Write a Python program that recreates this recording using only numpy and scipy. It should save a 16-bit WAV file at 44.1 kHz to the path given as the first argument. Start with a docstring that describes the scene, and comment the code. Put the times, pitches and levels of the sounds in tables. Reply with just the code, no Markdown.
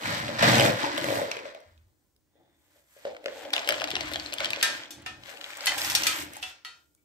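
"""In a small hard room, dry wood pellets are scooped into a plastic bowl, carried, tipped and dropped.
They shift and click as bursts of filtered noise, and the bowl knocks and booms at its own pitches.
Then they drop into a thin steel tube; some strike its wall, which rings as fading sine waves over a noisy wash.
The room adds a fading noise echo and a faint steady floor. Two microphone ports a hand apart hear
the pellets and bowl at slightly different times."""
import sys
import numpy as np
from scipy import signal
from scipy.fft import rfft, irfft, next_fast_len
from scipy.io import wavfile
from scipy.ndimage import map_coordinates

SR = 44100
rng = np.random.default_rng(int(sys.argv[2]) if len(sys.argv) > 2 else 0)


def transcribe(u):
    """Save the signal u as a 16-bit wav file named by the first command-line argument.

    u: samples, shape (n,) or (channels, n), limited to [-1, 1]; the rate is SR.
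    q: integer samples, one column per channel.
    """
    v = np.clip(np.atleast_2d(u).T, -1, 1)
    q = np.round(v * 32767).astype(np.int16)
    wavfile.write(sys.argv[1], SR, q)


N = 310777  # length in samples

# pellets on the move in the bowl: start_s, rattle_db, bowl_shake_db (over the rattle), treble_db (over the rattle)
PELLET_FLOW = [(0, -47.5, 0.5, -11), (.06, -31, -8.5, -16), (.38, -39, -3, -22.5), (.395, -26.5, 0, -26.5),
               (.418, -29.5, -5, -24), (.428, -23, -3.5, -21.5), (.66, -21, -2, -13),
               (.76, -37, -6.5, -17.5), (.84, -26, -7, -22.5), (.93, -34.5, -13.5, -26),
               (1.0, -32.5, -17, -15.5), (1.18, -33.5, -1, -9.5), (1.305, -44.5, 0, -20),
               (1.325, -41.5, -3, -23), (1.44, -48, -4, -23.5), (1.47, -48, -4, -26.5),
               (1.54, -57.5, -2, -26), (1.56, -53, -5, -34), (1.73, -73, -9, -9.5), (2.1, -88, -5, 5),
               (2.29, -88.5, -3.5, -10), (2.4, -82.5, 13, -22), (2.58, -79, -5, 2.5),
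               (2.78, -73, 2.5, -0.5), (2.87, -76, -14, 6), (3.04, -61.5, -4.5, -7),
               (3.07, -51, 8.5, -20.5), (3.19, -67.5, 7, -11.5), (3.28, -54, -6, -19.5),
               (3.4, -53, 8.5, -8.5), (3.52, -56, 7.5, -18), (3.55, -36, -4, -19.5), (3.66, -40.5, -6, -19),
               (3.7, -36.5, -3, -23.5), (3.79, -41, -9, -19.5), (3.98, -42, -17, -23.5),
               (4.17, -40.5, -24, -15.5), (4.32, -45.5, -6.5, -17), (4.44, -38, -11.5, -28.5),
               (4.6, -40, -10, -22.5), (4.66, -41, -4.5, -19), (4.78, -45, -7, -17), (4.88, -52, -4.5, -26),
               (5.16, -62.5, -5.5, -16), (5.3, -49.5, -6, -9.5), (5.62, -44.5, -6, -14.5),
               (5.72, -36.5, -10, -12), (5.82, -34, -15.5, -3.5), (5.93, -33, -13, -5),
               (6.09, -32.5, -15, -11), (6.21, -42, -7.5, -2.5), (6.31, -51.5, -4.5, -10.5),
               (6.49, -55.5, -13, -6.5), (6.61, -66.5, -11, -30), (6.79, -78.5, -9, -0.5),
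               (7.05, -100, -5, 23.5)]
# which side the bowl is held on: start_s, left_over_right_db
BOWL_SIDE = [(0, -0.5), (0.15, 0), (1.2, .3), (1.7, 1.5), (2.2, 0), (3.1, 1), (3.7, 3.5), (4.3, 4),
             (4.6, 1), (5.08, 1), (5.28, 5.5), (5.8, 0), (6.38, 1), (7.05, .5)]
# how loudly the air in the bowl booms: start_s, level_db
BOOM_LEVEL = [(0.0, -52.5), (0.29, -44), (0.35, -51.5), (0.49, -30.5), (0.68, -29), (0.78, -55.5),
              (0.84, -28.5), (0.88, -43), (1.12, -35), (1.74, -85.5), (2.29, -87.5), (2.39, -69),
              (2.94, -91.5), (3.06, -66), (3.16, -65.5), (3.73, -48.5), (4.51, -50), (5.59, -67),
              (5.69, -51.5), (6.22, -45.5), (6.55, -80.5), (7.05, -81)]
# share of the brighter rattle colour: start_s, share (0 to 1)
NEAR_SHARE = [(0, 0.1), (.3, 0.1), (.45, 0.07), (.6, .5), (.7, 0.36), (.85, 0.1), (1.1, 0.1), (1.3, 0.1),
              (1.6, 0.08), (2, 0.12), (3, .9), (4.5, 0.87), (5.3, 1), (5.9, 0.86), (7.05, 0.84)]
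# ordinary rattle colour: pitch_hz, level_db (per Hz)
RATTLE_COLOUR = [(530, -33), (900, 4.5), (1180, -1.5), (1950, 0.5), (2750, -11.5), (3000, -9), (3970, -7),
                 (4910, -11.5), (8410, -26.5), (9000, -36), (11700, -47), (19800, -120)]
# brighter rattle colour, as close to the microphone: pitch_hz, level_db (per Hz)
NEAR_COLOUR = [(530, -15), (900, 2), (1240, 0), (1590, 4.5), (2340, 3), (2600, 1), (3270, 1), (3530, 0),
               (8020, -15), (9000, -32.5), (11700, -35.5), (19800, -120)]
# colour of the treble hiss: pitch_hz, level_db (per Hz)
FIZZ_COLOUR = [(3820, -22.5), (6500, -9.5), (8400, -3.5), (9620, -16.5), (11800, -5), (14300, -8),
               (15400, -10.5), (16000, -38.5)]
# air in the bowl: pitch_hz, width_hz, level_db
BOWL_AIR = [(312, 40, 0)]
# flexing of the plastic: pitch_hz, width_hz, level_db
BOWL_RIM = [(524, 160, 4.5), (638, 12, 8.5), (640, 210, 5), (923, 110, 1)]
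SURGE_DB, SURGES_PER_S = 2.5, 14  # unevenness of the flow
CONTACTS_PER_S, SIZES_DB = 170, 3.5  # for each pellet length
BOWL_LEAN_DB = 1.6  # the shaking bowl is louder on the left


def stream():
    """Many small contacts: pellets of different lengths click at different pitches and shake the bowl."""
    flow_db, bowl_db, treble_db = curves(PELLET_FLOW)
    rattle_db = flow_db + SURGE_DB * wobble(SURGES_PER_S)
    fizz_db = rattle_db + treble_db
    rim_db = flow_db + bowl_db + 2.7 * wobble(16)
    boom_db = curves(BOOM_LEVEL)[0] + 1.8 * wobble(15)

    hits = 0
    for hz in np.geomspace(1100, 12000, 8):
        # the higher the pitch, the less alike the two ports
        taps = contacts(CONTACTS_PER_S, SIZES_DB, alike=0.64 * (1100 / hz) ** 0.6)
        hits = hits + unit(filtered(taps, resonances([(hz, 0.64 * hz, 0)]))) * np.sqrt(hz)

    near = np.clip(curves(NEAR_SHARE)[0], 0, 1)
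    plain_rattle = unit(filtered(hits, colour(RATTLE_COLOUR)))
    near_rattle = unit(filtered(hits, colour(NEAR_COLOUR)))
    rattle = amp(rattle_db) * ((1 - near) * plain_rattle + near * near_rattle)
    dust = unit(hits) + 0.67 * rng.standard_normal((2, N))  # crumbs and dust slide along as a finer hiss
    fizz = amp(fizz_db) * unit(filtered(dust, colour(FIZZ_COLOUR)))

    shake = contacts(500, spread_db=3.5, alike=0.78)
    boom = filtered(shake, lambda f: resonances(BOWL_AIR)(f) * resonances([(310, 150, 0)])(f))
    rim = filtered(shake, lambda f: resonances(BOWL_RIM)(f) * resonances([(640, 500, 0)])(f))
    bowl = amp(boom_db) * unit(boom) + amp(rim_db) * unit(rim)
    return left_right(curves(BOWL_SIDE)[0]) * (rattle + fizz) + left_right(BOWL_LEAN_DB) * bowl


# single pellets clicking on each other: start_s, level_db, pitch_hz, edge_db (sharp treble edge against the body)
PELLET_CLICKS = [(0.0339, -30.5, 2516, -24), (0.0568, -21, 2000, -22.5), (0.1254, -30.5, 2012, -23),
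                 (0.182, -26.5, 1985, -20.5), (0.2814, -22, 2057, -27.5), (0.3904, -28, 1958, -16.5),
                 (0.4254, -17, 2097, -22), (0.4331, -12, 1967, -24.5), (0.4594, -18, 2047, -25),
                 (0.5826, -13.5, 3064, -20.5), (0.5975, -10.5, 2996, -21), (0.6079, -9, 2294, -20),
                 (0.6612, -11, 1955, -24.5), (0.7993, -26, 2000, -23.5), (0.8154, -22.5, 1977, -23.5),
                 (0.9639, -26.5, 1860, -24.5), (0.9783, -17, 1908, -20), (1.0425, -18, 1970, -19.5),
                 (1.087, -20, 2258, -22), (1.1222, -26.5, 1910, -15), (1.1563, -23, 1878, -19.5),
                 (1.2156, -25.5, 1573, -18.5), (1.3145, -20.5, 2500, -22), (1.3155, -22, 5200, -15.5),
                 (1.3683, -26, 2320, -25.5), (1.3899, -32, 2340, -30.5), (1.4546, -31.5, 2020, -26.5),
                 (1.5481, -35, 2190, -22), (1.604, -49, 5500, -6.5), (1.777, -53.5, 3500, -19),
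                 (2.1635, -59, 5030, -5), (3.0512, -30, 1496, -30.5), (3.054, -35, 2860, -30),
                 (3.148, -36, 1500, -37), (3.1662, -32.5, 2230, -33), (3.242, -37.5, 2600, -14),
                 (3.259, -17.5, 1410, -36), (3.2595, -25, 3380, -22), (3.2825, -25.5, 1710, -35),
                 (3.3243, -38, 1600, -36), (3.4518, -33, 3130, -26.5), (3.5048, -29.5, 2440, -20),
                 (3.533, -18, 2327, -20), (3.5368, -9.5, 3644, -21.5), (3.5642, -13, 2866, -20),
                 (3.5797, -15.5, 2448, -28), (3.5932, -21, 3790, -22), (3.63, -29, 1900, -30),
                 (3.6475, -30, 3000, -26), (3.6615, -35, 2800, -28), (3.6751, -19.5, 2970, -16),
                 (3.6895, -7.5, 2283, -16), (3.696, -16, 3076, -29), (3.7064, -17, 3020, -26),
                 (3.723, -14, 1611, -23), (3.7412, -23, 2960, -29.5), (3.7994, -23.5, 3274, -22),
                 (3.8095, -24.5, 2600, -24.5), (3.8175, -17, 1690, -33), (3.8412, -16, 2916, -21),
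                 (3.8741, -24.5, 2330, -29.5), (3.8826, -27, 3800, -21), (3.8872, -25.5, 2580, -20),
                 (3.9046, -17.5, 3150, -16), (3.9142, -19.5, 3240, -28.5), (3.9543, -14, 3270, -25),
                 (3.9657, -18.5, 2770, -38.5), (4.0083, -19, 4160, -20), (4.0796, -29.5, 1630, -25),
                 (4.0867, -33, 1750, -21), (4.116, -23.5, 1613, -22), (4.1234, -26, 3040, -14),
                 (4.1356, -21.5, 3740, -13), (4.1433, -23.5, 3150, -23.5), (4.1581, -17, 3250, -23.5),
                 (4.1982, -22, 4425, -21.5), (4.2608, -26.5, 4130, -24.5), (4.3244, -24, 4250, -19),
                 (4.3326, -20.5, 2540, -17.5), (4.3384, -21, 3010, -8), (4.3841, -20.5, 3200, -18.5),
                 (4.4045, -16.5, 2150, -25.5), (4.4452, -16, 2937, -21), (4.4567, -15, 3320, -26),
                 (4.5052, -17, 3360, -14), (4.5329, -14, 2460, -25), (4.561, -23, 3310, -24),
                 (4.6053, -33.5, 3960, -21.5), (4.6124, -20, 2470, -24.5), (4.6275, -17, 3300, -2.5),
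                 (4.8347, -30.5, 3300, -33.5), (4.857, -38, 3400, -30), (5.0211, -43, 3590, 1),
                 (5.0635, -30.5, 2780, -26.5), (5.2357, -35.5, 2900, -34.5), (5.259, -38, 3420, -20),
                 (5.3724, -34.5, 2570, -17), (5.4124, -27, 2830, -24), (5.442, -26.5, 3190, -24),
                 (5.5044, -31.5, 2200, -18), (5.5328, -30.5, 2277, -18), (5.5717, -27.5, 1820, -4.5),
                 (5.6079, -25.5, 4580, -22), (5.6438, -29.5, 4170, -20.5), (5.6585, -16, 5520, -3),
                 (5.6625, -19.5, 5970, -3), (5.7198, -19, 2044, -25.5), (5.7853, -24, 4970, -8.5),
                 (5.8167, -19.5, 4570, -12.5), (5.8468, -19.5, 5095, -16.5), (5.885, -24, 2000, -25),
                 (5.8995, -20, 5400, -10.5), (5.9504, -10, 5380, -15), (5.919, -21.5, 5400, -11),
                 (6.021, -20, 2826, -13.5), (6.035, -15.5, 5930, -11.5), (6.0676, -12.5, 1853, -14),
                 (6.1311, -24, 2413, -18), (6.2034, -30.5, 3120, -1.5), (6.2248, -28.5, 2677, -8.5),
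                 (6.335, -31, 1810, -3.5), (6.356, -41.5, 5170, 2.5), (6.3679, -29.5, 1760, -3),
                 (6.4215, -34.5, 5500, -5.5), (6.4275, -28, 2680, -20), (6.4305, -28, 2990, -21),
                 (6.4365, -25, 2884, -20.5), (6.5017, -38, 3390, -25.5), (6.5844, -50.5, 2000, -26),
                 (6.6483, -35, 4410, -14.5), (6.9495, -50, 1500, 0)]
CLICK_LEAN = 1.2  # clicks lean further to the side than the rattle
CRACKLE_S = .012  # time for the crackle to fall by 60 dB


def clicks():
    """A blow and a few milliseconds of crackle in a wide band around the pellet's own pitch, with a sharp edge."""
    bus, t = np.zeros((2, N)), np.arange(1024) / SR
    f = np.fft.rfftfreq(len(t), 1 / SR)
    for s, db, hz, edge_db in np.vstack([PELLET_CLICKS, lesser_clicks()]):
        scatter = rng.standard_normal(len(t)) + .5 * rng.standard_normal((2, len(t)))
        crackle = scatter * (1 - np.exp(-t / 0.000067)) * amp(-60 * t / CRACKLE_S)
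        blow = 2.6 * (t == 0)
        wide, narrow = resonances([(.85 * hz, 1.3 * hz, 0)])(f), resonances([(hz, .22 * hz, 1)])(f)
        body = (wide ** 2 + narrow ** 2) / (1 + 1j * f / 7000) ** 2  # wood is too soft to ring very high
        edge = resonances([(8200, 4500, 0)])(f) * amp(edge_db + 2.0)
        sound = irfft(rfft(crackle + blow) * (body + edge), len(t))
        lean_db = CLICK_LEAN * np.interp(s, *np.transpose(BOWL_SIDE))
        add(bus, s, amp(db + 3.5) * left_right(lean_db) * sound / np.abs(sound).max())
    return filtered(bus, lambda f: (1j * f / (900 + 1j * f)) ** 3)  # a pellet is too small to radiate bass


SPARE_PER_S, SPARE_DB = 70, 4  # lesser clicks: rate, highest level over the rattle


def lesser_clicks():
    """Random clicks whose strength follows the rattle."""
    u = rng.random((int(SPARE_PER_S * N / SR), 4))
    s = u[:, 0] * N / SR
    level_db = np.interp(s, *np.transpose(PELLET_FLOW)[:2]) + SPARE_DB - 8 * u[:, 1]
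    pitch_hz = 1400 * 4 ** u[:, 2]
    edge_db = -28 + 12 * u[:, 3]
    return np.transpose([s, level_db, pitch_hz, edge_db])


# pellets knocking on the plastic: start_s, level_db, pitch_hz
BOWL_KNOCKS = [(0.291, -23.5, 577), (0.393, -30, 600), (0.427, -12.5, 613), (0.695, -16, 540),
               (0.79, -35, 910), (0.841, -15.5, 904), (0.98, -21, 594), (1.041, -23, 560),
               (1.084, -20.5, 573), (1.104, -19.5, 567), (1.124, -19, 555), (1.217, -18.5, 577),
               (1.283, -28, 500), (1.367, -29.5, 493), (1.406, -34, 457), (1.455, -28, 580),
               (1.549, -32, 617.5), (2.354, -57.5, 490), (2.759, -56.5, 590), (2.965, -46, 560),
               (3.052, -22, 560), (3.07, -28.5, 560), (3.088, -37, 565), (3.096, -36, 580),
               (3.242, -36, 560), (3.2602, -22, 545), (3.283, -45, 546), (3.454, -30.5, 577),
               (3.537, -26.5, 757), (3.566, -29, 650), (3.674, -29.5, 596), (3.699, -20.5, 580),
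               (3.716, -24.5, 638), (3.791, -34, 597), (3.809, -28.5, 597), (3.819, -24, 690),
               (3.886, -29, 750), (3.935, -29.5, 375), (3.966, -28, 753), (4.009, -29, 660),
               (4.116, -31.5, 595), (4.157, -27.5, 703), (4.327, -34, 640), (4.408, -26, 614),
               (4.46, -31, 695), (4.572, -29.5, 590), (5.288, -42.5, 615), (5.678, -29, 814),
               (5.722, -28.5, 756), (5.771, -32, 820), (5.843, -32, 810), (5.919, -29, 925),
               (5.943, -28, 760), (6.367, -35, 830)]


def knocks():
    """A soft blow rings the plastic for a few cycles."""
    bus, t = np.zeros((2, N)), np.arange(4096) / SR
    swell = t / 0.0035 * np.exp(1 - t / 0.0017)
    for s, db, hz in BOWL_KNOCKS:
        add(bus, s, amp(db + 5.0) * left_right(2.4) * swell * np.sin(2 * np.pi * hz * t))
    return bus


# pellets striking the steel wall: start_s, level_db, brightness_db (per octave), ring_time (times the tabled times),
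# blow_db (over the ring), then pairs for the modes that the blow favours: pitch_hz, gain_db
STEEL_STRIKES = [(4.6268, -12.5, 1, 1.4, 8, 1809, 8, 996, 6, 1610, 9, 3370, 5, 3800, 6, 2680, 4, 1288, 4, 2000, 5),
                 (4.9062, -33, 8, 1.2, 2, 3480, 9, 6210, 6, 5710, 7),
                 (5.0612, -29, -3, 1.3, 5, 1809, 10, 2520, 7, 2760, 15, 1288, 6, 3370, 6, 2885, 10, 750, 5),
                 (5.6683, -12.5, 1, .85, 1, 2000, 12, 3096, 9, 4356, 11),
                 (5.779, -23, 9, 1.2, 0, 2430, 4, 5210, 4, 6210, 4),
                 (5.8455, -23, 2.5, 1.1, 2, 2000, 4, 4356, 4, 5550, 5),
                 (5.8988, -22.5, 9, 1.2, 0, 2430, 5, 5550, 6, 6210, 4),
                 (5.9503, -12, 5, .85, 4, 4356, 9, 5550, 12, 6210, 9),
                 (6.0352, -22, 2, 1, 3, 2885, 6, 1927, 4, 6210, 10),
                 (6.0677, -14, 4.5, 1.1, 7, 2430, 6, 2000, 6, 4630, 8, 1288, 10),
                 (6.4265, -27.5, -1, 1.55, 2, 2680, 11, 2885, 10, 3480, 10, 2280, 5, 3370, 6),
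                 (6.648, -33, -1, 1.5, 3, 1927, 10, 1288, 7, 4356, 15, 3800, 7, 2680, 5, 3096, 5, 2000, 5, 1400, 7),
                 (6.975, -76, -3, 3, 0, 1400, 14, 2280, 21)]
# clear modes of the tube wall: pitch_hz, level_db, fade_s (to fall by 60 dB, before ring_time)
TUBE_MODES = [(750, -12, .22), (960, -11, .27), (1288, -9, .27), (1400, -12, .6), (1610, -11, .5),
              (1809, -7, .33), (1927, -9, .25), (2000, -7, .22), (2280, -9, .25), (2430, -7, .28),
              (2520, -7, .36), (2680, -7, .24), (2760, -7, .15), (2885, -8, .13), (3096, -7, .32),
              (3370, -8, .25), (3480, -7, .2), (3800, -7, .21), (4356, -8, .21), (4630, -12, .16),
              (4920, -11, .2), (5210, -12, .15), (5550, -13, .13), (5710, -14, .15), (6210, -14, .16),
              (6700, -15, .18), (7400, -14, .16), (8180, -16, .18)]
# colour of its dense overtones: pitch_hz, level_db (per Hz)
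WASH_COLOUR = [(150, -69), (250, -19), (735, -12.5), (875, -2), (971, -8.5), (1180, -23), (1260, -4.5),
               (1700, -7), (1850, -8), (3340, -1), (14400, -16), (16000, -31)]
# how long the overtones last: pitch_hz, fade_s (to fall by 60 dB, before ring_time and WASH_LASTS)
WASH_FADE = [(300, 0.97), (790, 0.66), (2090, 0.34), (5510, 0.48), (14600, 0.11)]
BLOW_S = .035  # time for the blow to fall by 60 dB against the ring
MODES_DB, WASH_LASTS = -1, .88  # level trim of the clear modes; the wash dies a little sooner
BEAT_HZ, TWIN_DB = 45, -5  # each mode has a weaker twin up to this far off
FADE_DB_PER_S2 = 200  # the ring dies ever faster
PING_LEAN_DB = 0.6  # left over right


def pings():
    """The tube wall rings with clear modes over a wash of dense overtones; each strike favours some modes."""
    bus, t = np.zeros((2, N)), np.arange(SR // 2) / SR
    mode_hz, count = np.transpose(TUBE_MODES)[0], len(TUBE_MODES)
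    for s, db, tilt_db, ring, blow_db, *favoured in STEEL_STRIKES:
        bright = lambda f: amp(tilt_db * np.log2((f + 200) / 3000))
        fade = [(f, WASH_LASTS * ring * fade_s) for f, fade_s in WASH_FADE]
        wash = dying(fade, len(t), lambda f: colour(WASH_COLOUR)(f) * bright(f))
        wash = wash / np.sqrt(np.mean(wash[:, :SR // 50] ** 2))  # level set by the first 20 ms
        wash = wash * (1 + amp(blow_db - 60 * t / BLOW_S))  # the blow itself stands above the ring

        # close neighbours blur each mode
        wander = .022 * rng.standard_normal((count, 1, len(t))).cumsum(axis=2)
        start = rng.random((count, 2, 1, 1))
        port_shift = (2 * start[:, 1] - 1) * np.array([[1], [-1]])  # ports up to two radians apart
        phases = 2 * np.pi * start[:, 0] + port_shift + wander
        gains_db = rng.normal(-1.5, 2, count)
        for hz, gain_db in np.reshape(favoured, (-1, 2)):
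            gains_db[np.abs(mode_hz - hz).argmin()] = gain_db
        beats = BEAT_HZ * rng.uniform(-1, 1, count)

        modes = 0
        for (f, level_db, fade_s), gain_db, phase, beat in zip(TUBE_MODES, gains_db, phases, beats):
            tone = np.sin(2 * np.pi * f * t + phase)
            twin = amp(TWIN_DB) * np.sin(2 * np.pi * (f + beat) * t - phase)
            modes = modes + amp(level_db + gain_db - 60 * t / (ring * fade_s)) * bright(f) * (tone + twin)

        onset = 1 - np.exp(-t / 0.00056)
        gain = amp(db - 14.0) * left_right(PING_LEAN_DB) * onset * amp(-FADE_DB_PER_S2 * t ** 2)
        add(bus, s, gain * wash)
        add(bus, s, gain * amp(MODES_DB) * modes, lagging=False)
    return bus


# room and stove resonances: pitch_hz, width_hz, level_db
LOW_RESONANCES = [(96, 13, -5), (125, 22, 0), (175.3, 3.3, 2.5), (226, 14, 2)]


def thuds():
    """Low thudding in the room and stove resonances and a rumble from the hand, almost alike at both ports."""
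    thud_gain, rumble_gain = handling()
    pair = ports(rng.standard_normal(N)) * left_right(0.6) + 0.099 * rng.standard_normal((2, N))
    thud = filtered(filtered(pair, resonances(LOW_RESONANCES)), resonances([(133, 100, 0)]))
    pair = rng.standard_normal(N) + 0.28 * rng.standard_normal((2, N))
    rumble_colour = [(15, -38.5), (30, -9.5), (55, -7.0), (85, 0.0), (120, -26.5), (200, -120)]  # Hz, dB
    rumble = filtered(pair, colour(rumble_colour))
    return thud_gain * unit(thud) + rumble_gain * unit(rumble)


# the hand grips, scoops and shifts the bowl: start_s (of the hold), length_s (of the hold), thud_db, rumble_db
HAND_MOVES = [(0.065, 0.27, -40, -52.5), (0.43, 0.25, -26.5, -46.5), (1.0, 0.19, -41.5, -57.5),
              (1.66, 0.2, -76, -58.5), (2.397, 0.11, -76.5, -77), (3.04, 0.1, -88, -68.5),
              (3.36, 0.077, -77.5, -69), (3.74, 0.055, -57, -69.5), (3.898, 0.33, -55, -50),
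              (4.41, 0.1, -55, -57.5), (4.72, 0.091, -65, -78.5), (4.98, 0.25, -59.5, -56),
              (5.711, 0.026, -66, -55), (5.826, 0.24, -58.5, -55.5), (6.2, 0.1, -59, -57.5),
              (6.424, 0.023, -74, -59)]
GRIP_DB_PER_S, LET_GO_DB_PER_S, LUMPS_DB = 401, 153, 0.5  # rise, fall, unevenness
CARRY_DB = -31.5  # thud and rumble that go with the flow, against the rattle


def handling():
    """Thud and rumble gains: each move of the hand rises fast, holds and dies away."""
    t = np.arange(N) / SR
    gains = amp(curves(PELLET_FLOW)[0] + CARRY_DB)
    for s, length, thud_db, rumble_db in HAND_MOVES:
        rise_db, fall_db = GRIP_DB_PER_S * (t - s), LET_GO_DB_PER_S * (s + length - t)
        shape_db = np.minimum(0, np.minimum(rise_db, fall_db))
        gains = gains + amp(shape_db + np.array([[thud_db], [rumble_db]]))
    return gains * amp(LUMPS_DB * np.array([wobble(18), wobble(6.2)]))


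# a faint coloured rustle while the bowl is carried: start_s, level_db
RUSTLE_LEVEL = [(2.3, -96), (2.37, -78), (2.5, -78), (2.62, -82), (2.72, -78), (2.9, -84.5), (3.0, -100)]
# its bands: pitch_hz, width_hz, level_db (the filter is applied twice)
RUSTLE_COLOUR = [(1594, 230, -0.5), (2000, 260, 2), (3550, 460, 1.5)]


def rustle():
    """Fine grains in a few fixed bands, only heard in the lull."""
    level_db = np.interp(np.arange(N) / SR, *np.transpose(RUSTLE_LEVEL), left=-200, right=-200)
    grains = contacts(900, spread_db=2.5, alike=0.37)
    grains = filtered(grains, lambda f: resonances(RUSTLE_COLOUR)(f) ** 2)
    return amp(level_db + 1.5 * wobble(20)) * unit(grains)


# how long the room answers: pitch_hz, fade_s (to fall by 60 dB)
ROOM_FADE = [(200, 0.48), (1500, 0.33), (6000, 0.067), (14000, 0.056)]


def room(x):
    """Diffuse answer of the walls; long waves reach both ports alike."""
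    mid, side = dying(ROOM_FADE, SR // 2)
    side = signal.sosfilt(signal.butter(1, 500, "high", fs=SR, output="sos"), side)
    tail = np.array([mid + side, mid - side])
    delayed = np.pad(x.mean(0), (200, 0))[None]  # the answer starts 200 samples late
    return signal.fftconvolve(delayed, tail / np.linalg.norm(tail[0]), axes=1)[:, :N]


# colour of the room tone: pitch_hz, level_db (per Hz)
FLOOR_COLOUR = [(15, -29), (25, -7), (64, 8), (206, -11.5), (301, -7), (463, -13.5), (1840, -31.5),
                (5880, -24.5), (9070, -25.5), (12200, -34), (16000, -17.5)]
FLOOR_DB = -70.5


def room_tone():
    """The faint steady floor: coloured noise, partly shared by the two ports."""
    pair = rng.standard_normal(N) + rng.standard_normal((2, N))
    return amp(FLOOR_DB) * unit(filtered(pair, colour(FLOOR_COLOUR)))


# direction of the bowl: start_s, left_trails_by (samples)
PORT_LAG = [(0, 17), (1.7, 16.5), (2.2, 4), (3.2, 10), (3.6, -10.5), (4.7, -11), (5.2, 8.5), (5.7, 4),
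            (6.2, 15.5), (7.1, 13)]


def ports(shared):
    """One sound at both ports, the left early or late by the direction of the bowl."""
    at, lag = np.arange(N), np.round(curves(PORT_LAG)[0] / 2).astype(int)
    return np.array([shared[np.clip(at - lag, 0, N - 1)], shared[np.clip(at + lag, 0, N - 1)]])


def add(bus, s, pair, lagging=True):
    """Mix a stereo sound in at s seconds, the left port early or late by the direction of the bowl."""
    lag = lagging * round(np.interp(s, *np.transpose(PORT_LAG)) / 2)
    for ch, shift in enumerate((lag, -lag)):
        part = bus[ch, max(round(s * SR) + shift, 0):][:pair.shape[1]]
        part += pair[ch, :len(part)]


def contacts(per_second, spread_db, alike):
    """Random pellet contacts of uneven size; part of each port's sound comes from other pellets."""
    draw = np.clip(rng.standard_normal((3, N)), -2.3, 2.3)
    shared, left, right = amp(spread_db * draw) * (rng.random((3, N)) < per_second / SR)
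    alike = np.clip(alike, 0, 1)
    return np.sqrt(alike) * ports(shared) + np.sqrt(1 - alike) * np.array([left, right])


def dying(t60, length, shape=lambda hz: 1):
    """Stereo noise of a given colour in which each frequency dies at its own speed."""
    hz, t, z = signal.stft(rng.standard_normal((2, length)), SR, nperseg=128)
    gain = amp(-60 * t / along(t60, hz)[:, None]) * np.reshape(shape(hz), (-1, 1))
    return signal.istft(z * gain, SR, nperseg=128)[1][:, :length]


def resonances(modes):
    """Sum of (Hz, width Hz, dB) resonances with alternating signs, as a response of frequency."""
    def response(f):
        total = 0
        for k, (hz, width, db) in enumerate(modes):
            total = total + (-1) ** k * amp(db) * 1j * f * width / (hz * hz - f * f + 1j * f * width)
        return total
    return response


def colour(points):
    """A smooth spectrum from (Hz, dB) points."""
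    return lambda f: amp(along(points, f))


def filtered(x, response):
    """x times a complex response of frequency."""
    m = next_fast_len(N + 8192)
    return irfft(rfft(x, m) * response(np.fft.rfftfreq(m, 1 / SR)), m)[..., :N]


def along(points, hz):
    """Read (Hz, value) points on a log frequency axis."""
    f, v = np.transpose(points)
    return np.interp(np.log(hz + 1), np.log(f + 1), v)


def curves(rows):
    """One value per sample for each column after the time."""
    s, *cols = np.transpose(rows)
    return [np.interp(np.arange(N) / SR, s, c) for c in cols]


def wobble(rate):
    """A smooth random curve, rate knots a second."""
    return map_coordinates(rng.standard_normal(int(N * rate / SR) + 4), [np.arange(N) * rate / SR])


def amp(db):
    """Decibels to a plain gain."""
    return 10 ** (np.asarray(db) / 20)


def left_right(db):
    """Gains of the two ports that make the left louder than the right by db."""
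    return amp(np.array([[.5], [-.5]]) * db)


def unit(x):
    """Scale to an average (RMS) level of one."""
    return x / np.sqrt(np.mean(x ** 2) + 1e-20)


def scene():
    """Pellets and bowl with the room's answer, then the tube, the hand, the rustle and the floor."""
    rush, ticks, taps = stream(), clicks(), knocks()
    walls = room(amp(-8.5) * rush + amp(-9.0) * ticks + amp(-3.0) * taps)
    return rush + ticks + taps + walls + pings() + thuds() + rustle() + room_tone()


TOP_HZ = 15700  # band limit


def record(dry):
    """The microphone fades out in the deep bass and nothing is kept above the band limit."""
    return filtered(dry, lambda hz: (1j * hz / (45 + 1j * hz)) ** 3 * (hz < TOP_HZ))


dry = scene()
out = record(dry)
transcribe(out)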